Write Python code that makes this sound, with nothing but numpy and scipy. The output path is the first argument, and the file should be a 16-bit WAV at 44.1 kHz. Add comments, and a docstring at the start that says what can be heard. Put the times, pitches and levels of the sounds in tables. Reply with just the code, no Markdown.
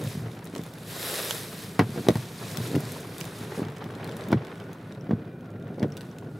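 """Sleet on a standing car

Heard from inside at night: gusts of sleet drum on the panels, patter on the roof and hiss on the glass.
Single pellets tick; one hard gust rings the windscreen and dies with a whistle. The wiper thuds and
shudders at each turn and something knocks close by, over the idling engine and whining wiper motor."""
import sys
import numpy as np
from scipy import signal
from scipy.fft import rfft, irfft, next_fast_len
from scipy.io import wavfile
from scipy.ndimage import uniform_filter1d, map_coordinates

SR = 44100
rng = np.random.default_rng(int(sys.argv[2]) if len(sys.argv) > 2 else 0)


def unload_audio(sound):
    """Save the sound as a 16-bit wav file, at the path given as the first command line argument."""
    columns = np.transpose(np.atleast_2d(sound))
    # keep every value between -1 and 1, then stretch to whole-number steps
    steps = np.round(np.clip(columns, -1, 1) * 32767)
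    wavfile.write(sys.argv[1], SR, steps.astype(np.int16))


N = 281799


def amp(db):
    return 10 ** (np.asarray(db) / 20)


def unit_rms(x):
    return x / np.sqrt(np.mean(x ** 2) + 1e-20)


def log_interp(points, hz):
    """Read (Hz, value) points along a log frequency axis."""
    point_hz, values = np.transpose(points)
    return np.interp(np.log(hz + 1), np.log(point_hz + 1), values)


def curves(rows):
    """One value per sample for each column after the time."""
    times_s, *columns = np.transpose(rows)
    return [np.interp(np.arange(N) / SR, times_s, column) for column in columns]


def wobble(knots_per_s):
    """A smooth random curve."""
    knots = rng.standard_normal(int(N * knots_per_s / SR) + 4)
    return map_coordinates(knots, [np.arange(N) * knots_per_s / SR])


def filtered(x, response):
    """Apply a gain given as a function of Hz."""
    size = next_fast_len(N + SR // 2)
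    return irfft(rfft(x, size) * response(np.fft.rfftfreq(size, 1 / SR)), size)[..., :N]


def fuzzy_tone(rows, blur_hz, waver_db=2.5):
    """A sine along (s, Hz, dB) rows, jittering in pitch and level."""
    hz, db = curves(rows)
    level = amp(db + waver_db * wobble(40))
    return level * np.sin(2 * np.pi * np.cumsum(hz + blur_hz * wobble(90)) / SR)


# Stereo image of the sleet. Each row: frequency in Hz, left-right correlation.
CORRELATION = [(60, 1.0), (130, 1.0), (290, 1), (640, 0.98), (1410, 0.73), (3100, 0.72), (6820, 0.98),
               (15000, 0.69)]
# Windscreen resonances. Each row: centre in Hz, width in Hz, lift in dB.
GLASS_MODES = [(500, 120, 3), (1850, 200, 4), (3800, 400, 5), (5200, 400, 3), (7560, 400, 4),
               (9900, 600, 6), (11500, 450, 6), (13100, 400, 5)]


def shower(spectrum, on_glass, hits_per_s, spread_db, t60_s, burst_share, patchy_db):
    """Stereo pellet noise, rms 1: short uneven bursts on the blur of countless far ones."""
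    hits = (rng.random(N) < hits_per_s / SR) * amp(spread_db * np.minimum(rng.exponential(size=N), 2))
    bursts = unit_rms(signal.lfilter([1], [1, -amp(-60 / (t60_s * SR))], hits))
    envelope = np.sqrt(1 - burst_share + burst_share * bursts ** 2)
    bins = signal.stft(rng.standard_normal((2, N)) * envelope, nperseg=128)[2]
    # Pellets land on different panels, so the colour comes in patches.
    patches = uniform_filter1d(uniform_filter1d(rng.standard_normal(bins.shape[1:]), 5, 0), 6, 1)
    pair = signal.istft(bins * amp(patchy_db * unit_rms(patches)), nperseg=128)[1][:, :N]

    def mid_side_gains(hz):
        angle = np.arccos(log_interp(CORRELATION, hz)) / 2
        glass_db = sum(db / (1 + (2 * (hz - centre) / width) ** 2) for centre, width, db in GLASS_MODES)
        return amp(log_interp(spectrum, hz) + on_glass * glass_db) * [np.cos(angle), np.sin(angle)]

    mid, side = filtered(pair, mid_side_gains)
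    return unit_rms(np.array([mid + side, mid - side]))


# Storm strength. Each row: time in seconds, then drum, patter and hiss levels in dB.
STORM_LEVELS = [(0, -32.5, -44, -45), (.14, -42, -48, -46.5), (.3, -43.5, -48, -58),
                (.5, -44, -46.5, -58.5), (.8, -43.5, -50.5, -54.5), (1.12, -48, -44.5, -52),
                (1.28, -44, -49, -52), (1.5, -45.5, -48, -47), (1.9, -42, -45, -49), (2.3, -44, -46, -46),
                (2.52, -38, -43, -43), (2.9, -39.5, -42.5, -45), (3.1, -42, -45.5, -47),
                (3.56, -42, -40.5, -49), (3.68, -44.5, -44.5, -62), (4.2, -37, -41, -60),
                (4.5, -41.5, -45, -61.5), (4.9, -40, -50, -67.5), (5.5, -42, -54, -76),
                (5.88, -38, -51.5, -67), (6.03, -42.5, -49.5, -64), (6.39, -39, -56, -64.5)]
# Panel drum, roof patter, fine ice on glass. Each row: frequency in Hz, relative density in dB.
DRUM_SPECTRUM = [(50, -42), (85, -33), (99, -0.5), (144, -1.5), (248, -7), (451, -10), (632, -17),
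                 (747, -21), (813, -27), (884, -40), (1500, -27.5), (1950, -50), (3300, -120)]
PATTER_SPECTRUM = [(210, -21), (350, -5.5), (449, -4.5), (494, -11), (749, -10.5), (814, -11.5),
                   (1460, -14.5), (1660, -16), (3820, -28.5), (6000, -40), (7800, -56), (13200, -120)]
HISS_SPECTRUM = [(880, -17), (1500, -8), (1620, -1.5), (2510, 0), (2880, -3.5), (3660, 0.5), (6760, -5.5),
                 (11300, -5.5), (14600, -11), (16000, -21)]


def sleet(shake_db=5, shake_s=0.052):
    """Three showers swell and flutter with the wind; the panels drum louder as the wiper turns."""
    drum_db, patter_db, hiss_db = curves(STORM_LEVELS)
    t = np.arange(N) / SR
    shake = sum(np.exp(-((t - turn_s) / shake_s) ** 2) for turn_s, *_ in PARK_TURNS + TOP_TURNS)
    flutter = wobble(12)
    drum = amp(drum_db + shake_db * shake + 1.54 * wobble(20)) * shower(
        DRUM_SPECTRUM, on_glass=0, hits_per_s=120, spread_db=-2,
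        t60_s=0.062, burst_share=0.28, patchy_db=-0.06)
    patter = amp(patter_db + 0.13 * flutter) * shower(
        PATTER_SPECTRUM, on_glass=0.36, hits_per_s=220, spread_db=2.5,
        t60_s=0.043, burst_share=0.62, patchy_db=1)
    hiss = amp(hiss_db + 1.5 * flutter) * shower(
        HISS_SPECTRUM, on_glass=0, hits_per_s=170, spread_db=8.5,
        t60_s=0.012, burst_share=0.14, patchy_db=1.5)
    return drum + patter + hiss


# Engine tones. Each row: multiple of the firing rate, level in dB before the bass cut.
ENGINE_ORDERS = [(2, -41.5), (3, -54), (4, -50), (5, -55), (6, -46.5), (7, -51), (8, -60), (9, -55),
                 (10, -60)]


def engine(firing_hz=27.39, waver_db=0.7):
    """Idle: harmonics of the firing rate, the speed hunting slightly."""
    firings = np.cumsum(firing_hz * (1 + 0.002 * wobble(2))) / SR
    return sum(amp(db + waver_db * wobble(2.9)) * np.sin(2 * np.pi * (order * firings + rng.random()))
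               for order, db in ENGINE_ORDERS)


# Motor and gear tones. Each row: time in seconds, pitch in Hz, level in dB.
MOTOR_WHINE = [(0, 1450, -70), (.25, 1450, -63), (.5, 1420, -70), (4.3, 1440, -66), (4.5, 1480, -59),
               (4.8, 1470, -61), (5.1, 1430, -62), (5.3, 1500, -58), (5.55, 1380, -59), (5.75, 1450, -62),
               (6.0, 1480, -58), (6.39, 1450, -59)]
GEAR_WHINE = [(4.9, 2400, -90), (5.2, 2420, -68), (5.7, 2400, -69), (6.0, 2400, -90)]


def wiper_motor():
    """A faint rough whine that bends with the load, and a weaker gear tone above it."""
    return fuzzy_tone(MOTOR_WHINE, blur_hz=35) + fuzzy_tone(GEAR_WHINE, blur_hz=35)


def stray_pellets(per_s=12):
    """Random tick rows: level follows the patter, brightness the hiss's lead over it."""
    level, brightness, pitch, pan = rng.standard_normal((int(per_s * N / SR), 4)).T
    start_s = rng.random(len(level)) * N / SR
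    _, patter_db, hiss_db = np.array(curves(STORM_LEVELS))[:, (start_s * SR).astype(int)]
    db = patter_db + 9 + 3 * level
    bright_db = -1.5 + 0.77 * (hiss_db - patter_db) + 4 * brightness
    ping_hz = 3020 * np.exp(0.12 * pitch)
    return list(zip(start_s, db, bright_db, ping_hz, 3 * pan))


# Sharp ticks: sleet pellets and the cracks of knocks and wiper thuds. Each row: start in seconds,
# level in dB, bright band offset in dB, ping in Hz, left over right in dB.
SHARP_TICKS = [(.0384, -31, 9, 3640, 0), (.0864, -33, 9, 3870, 0), (.3153, -30.5, -12, 3680, -3),
               (.39, -29, -8, 2950, 2), (.443, -40, 13, 3040, 1), (.4539, -42, 15, 6250, -2),
               (.4716, -29.5, -10, 3880, 6), (.551, -21.5, -22, 2340, -7), (.5617, -20, -18, 3000, 6),
               (.5805, -22.5, -10, 2480, -3), (.6147, -27, -14, 3600, 1), (.636, -29, 3, 3520, 0),
               (.6635, -35, 5, 3570, 0), (.737, -31.5, 3, 3626, -8), (.7844, -35, 3, 3670, -5),
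               (1.3083, -4.5, -20, 2200, -4), (1.5903, -27, 4, 2560, 0), (1.7926, -24.5, 10, 2420, 0),
               (2.0857, -4, -12, 3830, 0), (2.155, -24, 1.5, 3350, 0), (2.5716, -13, -5, 2640, 8),
               (2.6737, -32, 1, 8120, 0), (2.7515, -21, -9, 2870, 9), (2.7574, -23, 0, 2710, 3),
               (2.8045, -35, 12, 2580, 0), (2.9195, -27.5, 9, 3510, 0), (3.0041, -37, 11, 4340, 0),
               (3.1818, -24, 2, 3590, 0), (3.2046, -28, 9, 2480, 5), (3.2108, -14, -19, 2410, -6),
               (3.253, -27, 3, 3500, 0), (3.65, -28, -17, 3330, 0), (3.684, -30, -12, 2630, 1.5),
               (3.7, -36, -3, 3910, 0), (3.7194, -41, 3, 3450, 1), (3.7823, -28, -14, 2570, 1),
               (4.075, -25, -10, 2550, 1), (4.469, -29, -17, 2680, 0), (3.7648, -28, -29, 3200, -1),
               (3.8412, -30, -4, 3530, 3), (3.9514, -29.5, -12, 4150, 7), (4.0437, -25, -4, 4160, 3),
               (4.0925, -27, -21, 3610, 3), (4.121, -25.5, -17, 2880, 5), (4.167, -27, 3, 3670, 4),
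               (4.2088, -27, -15, 3930, 0), (4.2384, -24, -19, 2560, 1), (4.2857, -30.5, 3.5, 3680, 0),
               (4.3174, -22, -5, 2950, -1.5), (4.3274, -24, -21, 2550, 5), (4.6004, -29, -19, 3050, -3),
               (4.7308, -34, 3, 3250, 0), (4.9228, -31, -29, 3800, 1.5), (5.01, -40.5, -18, 5600, 6),
               (5.408, -41, -4, 3130, 6), (4.9492, -35, -14, 3930, -3), (5.458, -39, -18, 2200, 1),
               (5.5039, -38, -12, 3200, -2), (5.5977, -42, -12, 2500, 1), (5.6785, -43, 0, 2850, 1),
               (5.7334, -54, 0, 2890, 0), (5.8825, -41, -8, 2500, 0), (5.6251, -37, -21, 3570, -1),
               (5.7959, -29, -22, 4600, 4), (5.8282, -26, -14, 3150, 4), (5.9216, -34, -26, 5570, 5),
               (5.969, -20.5, -6, 2750, 1), (5.9754, -25, -15, 2700, -3), (6.0085, -23.5, -12, 2760, 3),
               (6.0157, -33, -4, 2720, -9), (6.113, -42, -25, 5700, 1), (6.1847, -25.5, -9, 2640, 0),
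               (6.211, -41, -9, 2700, 3)]


def sharp_ticks():
    """Each hard impact gives a short ping and a noise burst in a dull and a bright band."""
    def band(low_hz, high_hz):
        return lambda hz: 1 / np.sqrt((1 + (low_hz / (hz + 1)) ** 4) * (1 + (hz / high_hz) ** 4))

    dull, bright = np.zeros((2, 2, N + SR))
    t = np.arange(SR // 20) / SR
    burst = amp(-60 * t / 0.0081) * (1 - np.exp(-t / 0.00094))
    for start_s, db, bright_db, ping_hz, pan_db in SHARP_TICKS + stray_pellets():
        noise = rng.standard_normal((2, len(t)))
        gains = amp(db + np.array([[pan_db / 2], [-pan_db / 2]]))
        ping_gain = 0.2 * (ping_hz / 3500) ** 2.5  # higher pings ring more clearly
        ping = ping_gain * amp(-60 * t / 0.014) * np.sin(2 * np.pi * ping_hz * t)
        at = round(start_s * SR)
        dull[:, at:at + len(t)] += gains * (burst * noise[0] + ping)
        bright[:, at:at + len(t)] += gains * amp(bright_db) * burst * noise[1]
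    return filtered(dull[:, :N], band(1100, 5500)) + filtered(bright[:, :N], band(7500, 14000))


# Body and dashboard modes. Each row: frequency in Hz, t60 in seconds.
BODY_MODES = [(105, 0.12), (120, 0.21), (145, 0.28), (185, 0.067), (220, 0.061), (285, 0.046), (370, 0.041),
              (470, 0.073), (530, 0.078), (630, 0.067), (700, 0.017), (820, 0.014)]
# Contact noise. Each row: frequency in Hz, gain in dB.
CRACK_SPECTRUM = [(400, 11.5), (700, 6.5), (1100, 0), (1950, -5), (3000, -14), (4500, -18.5), (8000, -38),
                  (16000, -37)]


def thuds(events, contacts, crack_t60_s=0.049):
    """Each contact pushes the modes near its centre in phase: a sharp swing, a ring, a crack on top."""
    ring, crack = np.zeros((2, N + SR))
    t = np.arange(SR // 5) / SR
    mode_hz, t60_s = np.transpose(BODY_MODES)[:, :, None]
    modes = np.sin(2 * np.pi * mode_hz * t) * amp(-60 * t / t60_s) * (1 - np.exp(-t / 0.0009))
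    blows = [(start_s + pace * offset_s, db + offset_db, hz * ratio, crack_db + crack_offset_db)
             for rows, pattern in zip(events, contacts)
             for start_s, db, hz, crack_db, pace in rows
             for offset_s, offset_db, ratio, crack_offset_db in pattern]
    spots = amp(3 * rng.standard_normal((len(blows), len(modes))))  # every blow lands somewhere else
    for (start_s, db, centre_hz, crack_db), spot in zip(blows, spots):
        weights = spot * np.exp(-(np.log(mode_hz[:, 0] / centre_hz) / 0.37) ** 2)
        at = round(start_s * SR)
        ring[at:at + len(t)] += amp(db) * (weights / np.linalg.norm(weights)) @ modes
        crack[at:at + len(t)] += amp(db + crack_db - 60 * t / crack_t60_s) * rng.standard_normal(len(t))
    return ring[:N] + filtered(crack[:N], lambda hz: amp(log_interp(CRACK_SPECTRUM, hz)))


# Nearby knocks. Each row: start in seconds, level in dB, ring centre in Hz, crack offset in dB.
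NEAR_KNOCKS = [(.045, -25, 153, -37), (0.065, -24.5, 158, -24), (0.151, -25.5, 182, -9),
               (0.172, -23, 152, -25), (.216, -24.5, 135, -22), (0.259, -27, 147, -10),
               (1.793, -7.5, 340, 4.5), (1.821, -17.5, 198, -6), (1.804, -20.5, 300, 2),
               (1.892, -25.5, 218, -18), (2.068, -24, 320, 1), (2.086, -2.5, 447, -8),
               (2.155, -17.5, 195, -2.5), (2.582, -22, 200, -7), (2.6, -23.5, 167, -10),
               (2.834, -27.5, 166, -15), (3.214, -32, 188, -14), (3.411, -24, 290, -13.5),
               (3.665, -27, 180, -9), (3.859, -25.5, 203, -9), (4.072, -31.5, 214, -3.5),
               (4.352, -19, 112, -30), (5.055, -37, 300, -8), (5.547, -33.5, 298, -17),
               (5.703, -29.5, 201, -21), (6.086, -32, 250, -16), (6.224, -30, 400, -4.5)]
# Wiper reversals at each end of the sweep. Each row: as for a knock, then time stretch of the shudder.
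PARK_TURNS = [(2.751, -13, 227, -13.5, 0.84), (4.327, -15, 181, 1.5, 1.02), (5.828, -15, 246, -5, 1.05)]
TOP_TURNS = [(0.56, -20, 300, -7, 1.4), (1.975, -18, 336, -3, 0.84), (3.594, -15.5, 299, -20, 1.05),
             (5.109, -11, 239, -10.5, 0.97)]
# Contacts within one knock or reversal. Each row: offset in seconds, level offset in dB,
# ring centre ratio, further crack offset in dB.
KNOCK_CONTACTS = [(0, 0, 0.84, 0), (.005, -11.5, 1.02, -8.5), (.017, -9, 0.58, -4), (.033, -35, .6, -6)]
PARK_CONTACTS = [(-.043, -9, 1.3, -10), (-.022, -7.5, 1.35, -8), (-.008, -2.5, 1.25, -8), (0, 0.5, 0.87, 3),
                 (.016, 3, 1.3, -32), (.028, -6, 0.91, -18)]
TOP_CONTACTS = [(-.017, -6.5, 1.08, -8), (0, 0.5, 1.08, -3.5), (.013, -14.5, 1.9, -1),
                (.023, -1.5, .85, -10), (.04, -14, 0.6, -13)]


def knocks_and_wiper():
    """Rebounding knocks and the shuddering wiper linkage strike the same car body."""
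    knocks = [(*row, 1) for row in NEAR_KNOCKS]  # no time stretch
    return thuds([PARK_TURNS, TOP_TURNS, knocks], [PARK_CONTACTS, TOP_CONTACTS, KNOCK_CONTACTS])


# Gust strength. Each row: time in seconds, level in dB.
GUST_LEVELS = [(.7, -92), (.88, -45), (1.0, -35), (1.1, -31.5), (1.3, -32), (1.42, -40), (1.65, -49),
               (1.85, -61), (2.1, -93)]
# Gust colour. Each row: frequency in Hz, relative density in dB.
GUST_SPECTRUM = [(210, -29), (350, -5.5), (498, -3), (899, -11.5), (1220, -9.5), (2750, -12.5), (3790, -11),
                 (6530, -16), (9900, -15.5), (13400, -16), (16000, -23)]


def hard_gust():
    """Dense sleet driven straight at the windscreen excites its resonances."""
    gust_db, = curves(GUST_LEVELS)
    return amp(gust_db + 0.57 * wobble(18.7)) * shower(
        GUST_SPECTRUM, on_glass=1, hits_per_s=650, spread_db=9,
        t60_s=0.0033, burst_share=0.14, patchy_db=1)


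# Whistle glide. Each row: time in seconds, pitch in Hz, level in dB.
WHISTLE_GLIDE = [(1.55, 10100, -120), (1.6, 9950, -66), (1.66, 9150, -63), (1.7, 8500, -61),
                 (1.76, 7950, -63), (1.8, 7700, -120)]


def whistle():
    """A thin falling tone as the hard gust dies."""
    return fuzzy_tone(WHISTLE_GLIDE, blur_hz=25)


# Cabin decay. Each row: frequency in Hz, t60 in seconds.
CABIN_DECAY = [(300, 0.01), (2000, 0.063), (12000, 0.093)]


def cabin(x):
    """The small padded cabin reflects briefly, differently left and right, with the bass cut."""
    hz, t, bins = signal.stft(rng.standard_normal((2, SR // 5)), SR, nperseg=128)
    decay = amp(-60 * t / log_interp(CABIN_DECAY, hz)[:, None])
    tail = signal.istft(bins * decay, SR, nperseg=128)[1]
    wet = signal.fftconvolve(x, tail / np.linalg.norm(tail[0]), axes=1)[:, :N]
    return signal.sosfilt(signal.butter(3, 600, "high", fs=SR, output="sos"), wet)


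def scene():
    """Stereo mix; only the ticks and thuds feed the cabin reflections."""
    hits = sharp_ticks() + knocks_and_wiper()
    return sleet() + hard_gust() + hits + amp(-5.5) * cabin(hits) + engine() + wiper_motor() + whistle()


# Faint high tone. Each row: time in seconds, pitch in Hz, level in dB.
HIGH_TONE = [(4.3, 13300, -100), (4.8, 13300, -88), (5.7, 13300, -88), (6.0, 13300, -100)]
SELF_HISS_DB, SELF_HISS_CORNER_HZ = -73, 5000
BASS_CUT_HZ, BAND_LIMIT_HZ = 88, 15800


def record(dry):
    """The microphone adds faint hiss and a high tone, then cuts the deep bass and top treble."""
    hiss = filtered(rng.standard_normal(N), lambda hz: 1 / (1 + (SELF_HISS_CORNER_HZ / (hz + 1)) ** 2))
    self_noise = amp(SELF_HISS_DB) * unit_rms(hiss) + fuzzy_tone(HIGH_TONE, blur_hz=30)
    bass_cut = signal.butter(6, BASS_CUT_HZ, "high", fs=SR, output="sos")
    return filtered(signal.sosfilt(bass_cut, dry + self_noise), lambda hz: hz < BAND_LIMIT_HZ)


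dry = scene()
out = record(dry)
unload_audio(out)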